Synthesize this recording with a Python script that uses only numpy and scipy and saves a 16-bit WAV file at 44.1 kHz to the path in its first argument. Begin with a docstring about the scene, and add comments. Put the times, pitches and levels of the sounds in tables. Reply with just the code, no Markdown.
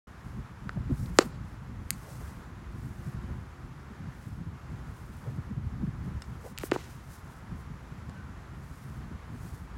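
"""On a lawn in front of a huge many-trunked tree, two people spar with plastic training swords.
Each impact, blade on blade or on padding, excites damped bending modes; the lawn reflects the sound
and the trunks scatter it back. Friction makes the swish of grass, the scuff of soles and the rasp of
cloth. Turbulent wind buffets the microphone, and far traffic hums behind it all."""
import sys
import numpy as np
from scipy import signal
from scipy.fft import rfft, irfft, next_fast_len
from scipy.io import wavfile
from scipy.ndimage import uniform_filter1d

SR = 44100
rng = np.random.default_rng(int(sys.argv[2]) if len(sys.argv) > 2 else 0)


def materialize(psi):
    """Save the field psi as 16-bit PCM at rate SR to the path in sys.argv[1].

    A 1-D psi becomes a single channel; in a 2-D psi each row is a channel.
    """
    bounded = np.clip(np.atleast_2d(psi).T, -1, 1)
    quanta = np.round(bounded * 32767).astype(np.int16)
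    wavfile.write(sys.argv[1], SR, quanta)


N = 430857
T = np.arange(N) / SR
START_S = 0.07   # silence before the sound begins


def from_db(db):
    """Amplitude ratio of a level in decibels."""
    return 10 ** (np.asarray(db) / 20)


def unit_rms(x):
    """Normalisation to unit rms."""
    return x / np.sqrt(np.mean(x ** 2) + 1e-20)


def in_time(rows, t=T):
    """Linear interpolation between rows of time and value."""
    return np.interp(t, *np.transpose(rows))


def swell(s, sigma_s, t=T):
    """Gaussian envelope of unit height, centred on time s."""
    return np.exp(-np.minimum(((t - s) / sigma_s) ** 2, 60) / 2)


def cut(x, hz, kind, order=2):
    """Butterworth low- or high-pass filter."""
    return signal.sosfilt(signal.butter(order, np.clip(hz, 10, .45 * SR), kind, fs=SR, output="sos"), x)


def resonance(x, hz, width_hz):
    """Damped resonator: a two-pole band-pass with unit peak gain."""
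    r = np.exp(-np.pi * width_hz / SR)
    feedback = [1, -2 * r * np.cos(2 * np.pi * hz / SR), r * r]
    return signal.lfilter(np.array([1, 0, -1]) * (1 - r * r) / 2, feedback, x)


def drift(hz):
    """Random fluctuation of unit rms, low-passed at hz."""
    step, settle = 40, 2000
    r = np.exp(-2 * np.pi * step * hz / SR)
    slow = signal.lfilter([1], [1, -2 * r, r * r], rng.standard_normal(N // step + settle + 2))[settle:]
    return np.interp(np.arange(N) / step, np.arange(len(slow)), unit_rms(slow))


def noise(spectrum):
    """Unit-rms noise with the given spectral shape, falling steeply beyond its ends."""
    size = next_fast_len(N)
    hz, db = np.transpose(spectrum)
    f = np.maximum(np.fft.rfftfreq(size, 1 / SR), 1)
    gain = from_db(np.interp(np.log(f), np.log(hz), db))
    gain *= np.minimum(1, np.minimum(f / hz[0], hz[-1] / f)) ** 4
    return unit_rms(irfft(rfft(rng.standard_normal(size)) * gain, size)[:N])


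def add(out, s, sound):
    """Superposition of a sound starting at time s."""
    at = max(round(s * SR), 0)
    out[at:at + len(sound)] += sound[:N - at]


# Wind strength at the microphone: t/s, level/dB
WIND_LEVEL = [(0.1, -45), (0.65, -43), (0.92, -35.5), (1.6, -41.5), (2.55, -45), (3.35, -40), (3.6, -43.0),
              (4.3, -41), (5.05, -44.5), (5.3, -38.5), (5.8, -36.5), (6.45, -44.0), (6.75, -41.5),
              (7.35, -47.0), (7.58, -37.5), (7.8, -41.5), (9.1, -43), (9.77, -40.5)]
# Spectrum of the wind rumble: f/Hz, relative density level/dB
RUMBLE_SPECTRUM = [(22, -28), (31, -17), (40, -8), (52, 1.5), (64, 3), (85, .5), (105, -1.5), (125, 1),
                   (160, -4.5), (240, -11), (330, -22.5), (480, -33)]


def wind(gust_db=4.5, gust_hz=7.6, rumble_db=-1.5, lumpy_db=2.0, churn_db=-20, churn_growth=0.77):
    """Turbulent pressure makes a lumpy rumble; a fainter, higher churn swells and fades with the gusts."""
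    level_db = in_time(WIND_LEVEL) + gust_db * np.tanh(drift(gust_hz))
    rumble = noise(RUMBLE_SPECTRUM)
    rumble /= uniform_filter1d(rumble ** 2, size=3500) ** .5   # flatten the envelope
    rumble *= from_db(level_db + rumble_db + lumpy_db * drift(24.6))
    usual_db = np.median(level_db)
    churn = noise([(200, 8.5), (350, 0.0), (600, -12.5), (1000, -12.5)])
    churn *= from_db(usual_db + churn_db + churn_growth * (level_db - usual_db) + 3 * drift(14))
    return rumble + churn


# Spectrum of far traffic and leaves: f/Hz, relative density level/dB
TRAFFIC_SPECTRUM = [(250, -3), (400, -6), (600, -9.5), (800, -6.5), (1050, -4.5), (1400, -6), (1900, -11),
                    (2700, -19), (4000, -24), (7300, -28), (8700, -34.5), (10200, -33.5), (10900, -30),
                    (11800, -36), (15800, -42)]


def traffic(level_db=-54, waver_db=.8):
    """Incoherent sources sum to smooth noise: a far roar of tyres under a thin hiss of leaves."""
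    return noise(TRAFFIC_SPECTRUM) * from_db(level_db + waver_db * drift(2.7))


# Strides through the grass: t/s, Gaussian half-width/s, level/dB
STRIDES = [(0.294, 0.054, -70), (1.027, 0.066, -59), (1.214, .043, -52.5), (2.144, 0.15, -58),
           (2.855, 0.085, -65.5), (3.05, 0.075, -65), (4.266, 0.077, -65), (4.95, 0.067, -69),
           (5.18, 0.17, -67.5), (6.05, .06, -73), (6.27, .085, -70.5), (6.472, 0.041, -60.5),
           (6.92, 0.065, -63), (7.138, 0.044, -58.5), (7.332, .062, -66), (7.593, .03, -66),
           (8.812, .14, -65), (9.49, 0.099, -61)]
# Spectrum of brushed grass: f/Hz, relative density level/dB
GRASS_SPECTRUM = [(1500, 3), (3000, -4), (5000, 1.5), (8000, 2), (10000, 1.5), (13000, -1.5), (15800, -4.5)]


def grass(grain_db=1.5, uneven_db=1.0, shuffle_db=-80, shuffle_swing_db=3.5):
    """Friction of shoes on grass makes a grainy hiss; strides and small shuffles add in power."""
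    t = T[::100]
    stride_power = sum((from_db(db) * swell(s, sigma_s, t)) ** 2 for s, sigma_s, db in STRIDES)
    shuffle_power = from_db(shuffle_db + shuffle_swing_db * drift(3.9)) ** 2
    envelope = np.sqrt(np.interp(T, t, stride_power) + shuffle_power)
    return noise(GRASS_SPECTRUM) * envelope * from_db(grain_db * drift(250) + uneven_db * drift(25))


def weak_eddies(count=60, per_s=3.5, over_wind_db=3, usual_hz=144.8, spread_db=2, spread_octaves=.3):
    """A random point process of eddies that grow with the wind; returns t/s, peak level/dB, f/Hz."""
    chance = rng.standard_normal((count, 2))
    times = START_S + np.cumsum(rng.gamma(2, .5, count)) / per_s
    return [(s, in_time(WIND_LEVEL, s) + over_wind_db + spread_db * a,
             usual_hz * 2 ** (spread_octaves * b)) for s, (a, b) in zip(times, chance) if s < T[-1]]


# The strongest eddies to strike the microphone: t/s, peak level/dB, f/Hz
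STRONG_EDDIES = [(0.385, -34.5, 168), (0.777, -26, 150), (0.913, -25, 230.6), (0.936, -25, 109),
                 (1.263, -31.5, 189.4), (3.081, -28, 140), (4.085, -32.5, 151.3), (4.412, -32, 169.5),
                 (4.477, -29.5, 129.7), (4.744, -30, 117), (5.288, -27.5, 101), (5.391, -28, 128.6),
                 (5.517, -30, 189), (5.581, -26, 117), (5.841, -24, 169), (5.885, -25, 136),
                 (6.081, -31, 139.7), (6.168, -29, 89.4)]


def eddies(sigma_s=.0095, sweep=0.215, ragged=0.25):
    """Convection of an eddy past the microphone gives a few pressure swings of falling frequency."""
    out = np.zeros(N)
    u = np.arange(-3 * sigma_s, 3 * sigma_s, 1 / SR) / sigma_s
    wobble = unit_rms(cut(rng.standard_normal(N + SR), 217, "low"))
    for s, db, hz in STRONG_EDDIES + weak_eddies():
        glide_hz = hz * np.exp(-sweep * u + ragged * wobble[int(s * SR):][:len(u)])
        phase = 2 * np.pi * np.cumsum(glide_hz) / SR
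        add(out, s - 3 * sigma_s, from_db(db) * np.exp(-u * u / 2) * np.sin(phase))
    return cut(out, 45, "high")


def disperse(x, travel_s):
    """Dispersion: bending-wave speed grows as the root of frequency, so a click becomes a falling chirp."""
    hz = np.fft.rfftfreq(len(x), 1 / SR)
    return irfft(rfft(x) * np.exp(-4j * np.pi * travel_s * np.sqrt(1000 * hz)), len(x))


# Modes of a blade, heavily damped by the hand: f/Hz, bandwidth/Hz, relative level/dB
BLADE_MODES = [(338, 182, 20), (500, 135, -1.5), (1130, 510, 0.5), (1810, 160, -2.5), (2520, 840, -9.5),
               (4280, 1670, -1), (7330, 1600, 2.5), (10600, 1100, -25), (12800, 3000, -0.5)]
# Sword blows: t/s, strength/dB, upper cutoff f/Hz (low on padding), lower cutoff f/Hz (high if glancing),
# travel time at 1 kHz/s, f/Hz favoured by the contact point, its gain/dB, gain towards the tree/dB
BLOWS = [(0.693, -20, 4260, 740, 0.00041, 1420, 15.5, -12), (1.0602, -32, 5000, 2800, 0.00042, 3800, 8, 0),
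         (1.1868, 9, 6440, 348, 0.0016, 1150, -3.5, -1), (1.1907, -13, 10000, 2000, .0012, 2500, 14, 3),
         (1.9056, -7.5, 17000, 2400, 0.00048, 2200, 5.5, -3),
         (1.9060, -7.5, 11000, 6200, 0.00057, 9600, 4.5, -2), (6.2201, -26, 8000, 900, .0012, 1400, 3, 7),
         (6.5769, -25.5, 7500, 2700, .0012, 2720, 21.5, -6),
         (6.5858, -18, 14500, 1900, 0.00058, 2380, 6, -6), (6.632, -12.5, 2720, 200, 0.0035, 2900, -14, -8),
         (6.7144, -21, 7460, 240, 0.0016, 2680, 16.5, 6), (6.7184, -1.5, 2600, 228, 0.00068, 369, -5, 4.5),
         (6.7604, -12, 1550, 130, 0.0012, 900, 9, -3), (8.0950, -34, 7500, 400, 0.0024, 760, 11, -2)]


def swords(size=4096, relative_width=.22, chatter_db=-19, chatter_s=0.0056):
    """Impact excites the blade's modes; returns the direct sound and the sound sent towards the tree."""
    direct, outward = np.zeros(N), np.zeros(N)
    t = np.arange(size) / SR
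    for s, db, top_hz, low_hz, travel_s, ring_hz, ring_db, tree_db in BLOWS:
        chatter = rng.standard_normal(size) * np.exp(-t / chatter_s)   # the surfaces grate briefly
        force = signal.unit_impulse(size) + from_db(chatter_db) * chatter / np.linalg.norm(chatter)
        ring = sum(from_db(mode_db) * resonance(force, hz, width) for hz, width, mode_db in BLADE_MODES)
        ring += from_db(ring_db) * resonance(ring, ring_hz, relative_width * ring_hz)
        ring = cut(ring, top_hz, "low", order=3)
        ring = cut(ring, low_hz, "high")
        blow = 2 * from_db(db) * disperse(ring, travel_s)
        add(direct, s, blow)
        add(outward, s, from_db(tree_db) * blow)
    return direct, outward


def ground_bounce(x, delay_s=0.000564, bounce_db=-13, top_hz=3000):
    """Ground reflection: a dull copy off the lawn reaches the low microphone just after the direct wave."""
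    reflected = np.interp(T - delay_s, T, cut(x, top_hz, "low", order=1))
    return x + from_db(bounce_db) * reflected


# Envelope of the echoes from the trunks: t/s after the blow, relative level/dB
ECHO_ENVELOPE = [(0, -18), (.008, -5), (.015, -6.5), (.023, 2.5), (.034, -2), (.05, -15), (.09, -26),
                 (.16, -23), (.3, -54)]


def tree(x, gain_db=-13.5, low_hz=496, top_hz=4160):
    """Scattering: hundreds of trunks and hanging roots each return a small, dull echo."""
    t = np.arange(SR // 3) / SR
    echoes = rng.standard_normal(len(t)) * from_db(in_time(ECHO_ENVELOPE, t))
    echoes = cut(echoes / np.linalg.norm(echoes), top_hz, "low", order=1)
    echoes = cut(echoes, low_hz, "high", order=1)   # long waves diffract round the trunks
    return from_db(gain_db) * signal.fftconvolve(x, echoes)[:N]


# Skids of a sole: t/s, rms level at the crest/dB, Gaussian half-width/s
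SCUFFS = [(0.772, -42.5, 0.0035), (2.1, -52.5, 0.036), (2.219, -48, 0.0073), (5.278, -48, 0.017),
          (6.461, -44.5, 0.015)]


def scuffs(hz=468, width_hz=400):
    """Sliding friction of a sole on turf gives a short, dull burst of band-limited noise."""
    turf = resonance(rng.standard_normal(N), hz, width_hz)
    turf = unit_rms(resonance(turf, hz, width_hz))
    return turf * sum(from_db(db) * swell(s, sigma_s) for s, db, sigma_s in SCUFFS)


# A distant engine, then a bird: start t/s, end t/s, f/Hz, level/dB
FAR_TONES = [(2.3, 3.9, 350, -57.5), (8.106, 8.29, 1516, -55)]


def engine_and_bird(waver_db=2.8, pitch_waver=0.0106):
    """Random amplitude and frequency modulation make each faint tone waver as it swells and fades."""
    out = np.zeros(N)
    for start, end, hz, db in FAR_TONES:
        progress = np.clip((T - start) / (end - start), 0, 1)
        envelope = from_db(db + waver_db * drift(4.9)) * np.sqrt(np.abs(np.sin(np.pi * progress)))
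        pitch_hz = hz * (1 + pitch_waver * drift(15.6))
        out += envelope * np.sin(2 * np.pi * np.cumsum(pitch_hz) / SR)
    return out


# Modes of something hard, perhaps a mask: f/Hz, bandwidth/Hz, relative level/dB
TAP_MODES = [(2790, 86, -4), (3600, 95, -6), (5280, 120, 0.5), (8150, 93, -8)]


def tip_tap(s=6.2215, gain_db=-5):
    """Free vibration: a light touch of a blade tip leaves a few clear modes ringing briefly."""
    out, touch = np.zeros(N), signal.unit_impulse(SR // 10)
    add(out, s, sum(from_db(gain_db + db) * resonance(touch, hz, width) for hz, width, db in TAP_MODES))
    return out


# Blades and sleeves rubbing in the clinch: t/s, level/dB, 60 dB decay time/s (0 is silent)
RUBS = [(6.595, -50, 0.5), (6.634, -60, 0), (6.729, -46, 0.36), (6.79, -55, 0.9)]
# Spectrum of rasping cloth: f/Hz, relative density level/dB
CLOTH_SPECTRUM = [(900, -1), (2000, 2), (4000, -3.5), (6500, -4), (9000, -10.5), (15000, -18)]


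def rubbing(attack_s=0.0051, grain_db=2.5):
    """Friction of plastic on cloth and padding gives an uneven rasp that decays exponentially."""
    power = np.zeros(N)
    for s, db, t60 in RUBS:
        if t60 > 0:
            attack = np.clip((T - s) / attack_s, 0, 1)
            decay_db = 60 * np.clip((T - s) / t60, 0, 2)
            power += (attack * from_db(db - decay_db)) ** 2
    return noise(CLOTH_SPECTRUM) * np.sqrt(power) * from_db(grain_db * drift(200))


def blade_slide(s=6.652, sigma_s=0.019, level_db=-47.5, low_hz=7000, top_hz=14000):
    """Sliding friction gives a short, bright hiss as one blade skims off the other."""
    hiss = cut(rng.standard_normal(N), low_hz, "high")
    hiss = unit_rms(cut(hiss, top_hz, "low"))
    return from_db(level_db) * hiss * swell(s, sigma_s)


def scene():
    """Superposition of the fight, its echoes, the wind and the distant sources in one channel."""
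    blows, outward = swords()
    tap = tip_tap()
    impacts = ground_bounce(blows + tap) + tree(outward + tap)
    friction = rubbing() + blade_slide() + grass() + scuffs()
    return (impacts + friction + wind() + traffic() + engine_and_bird() + eddies())[None]


def record(dry, fade_s=.004, cutoff_hz=15900):
    """Clipping and band limiting: the signal fades in, is held within full scale and is low-passed."""
    fade_in = np.clip((T - START_S) / fade_s, 0, 1)
    low_pass = signal.ellip(10, .1, 80, cutoff_hz, fs=SR, output="sos")
    return signal.sosfilt(low_pass, np.clip(dry * fade_in, -1, 1))


dry = scene()
out = record(dry)
materialize(out)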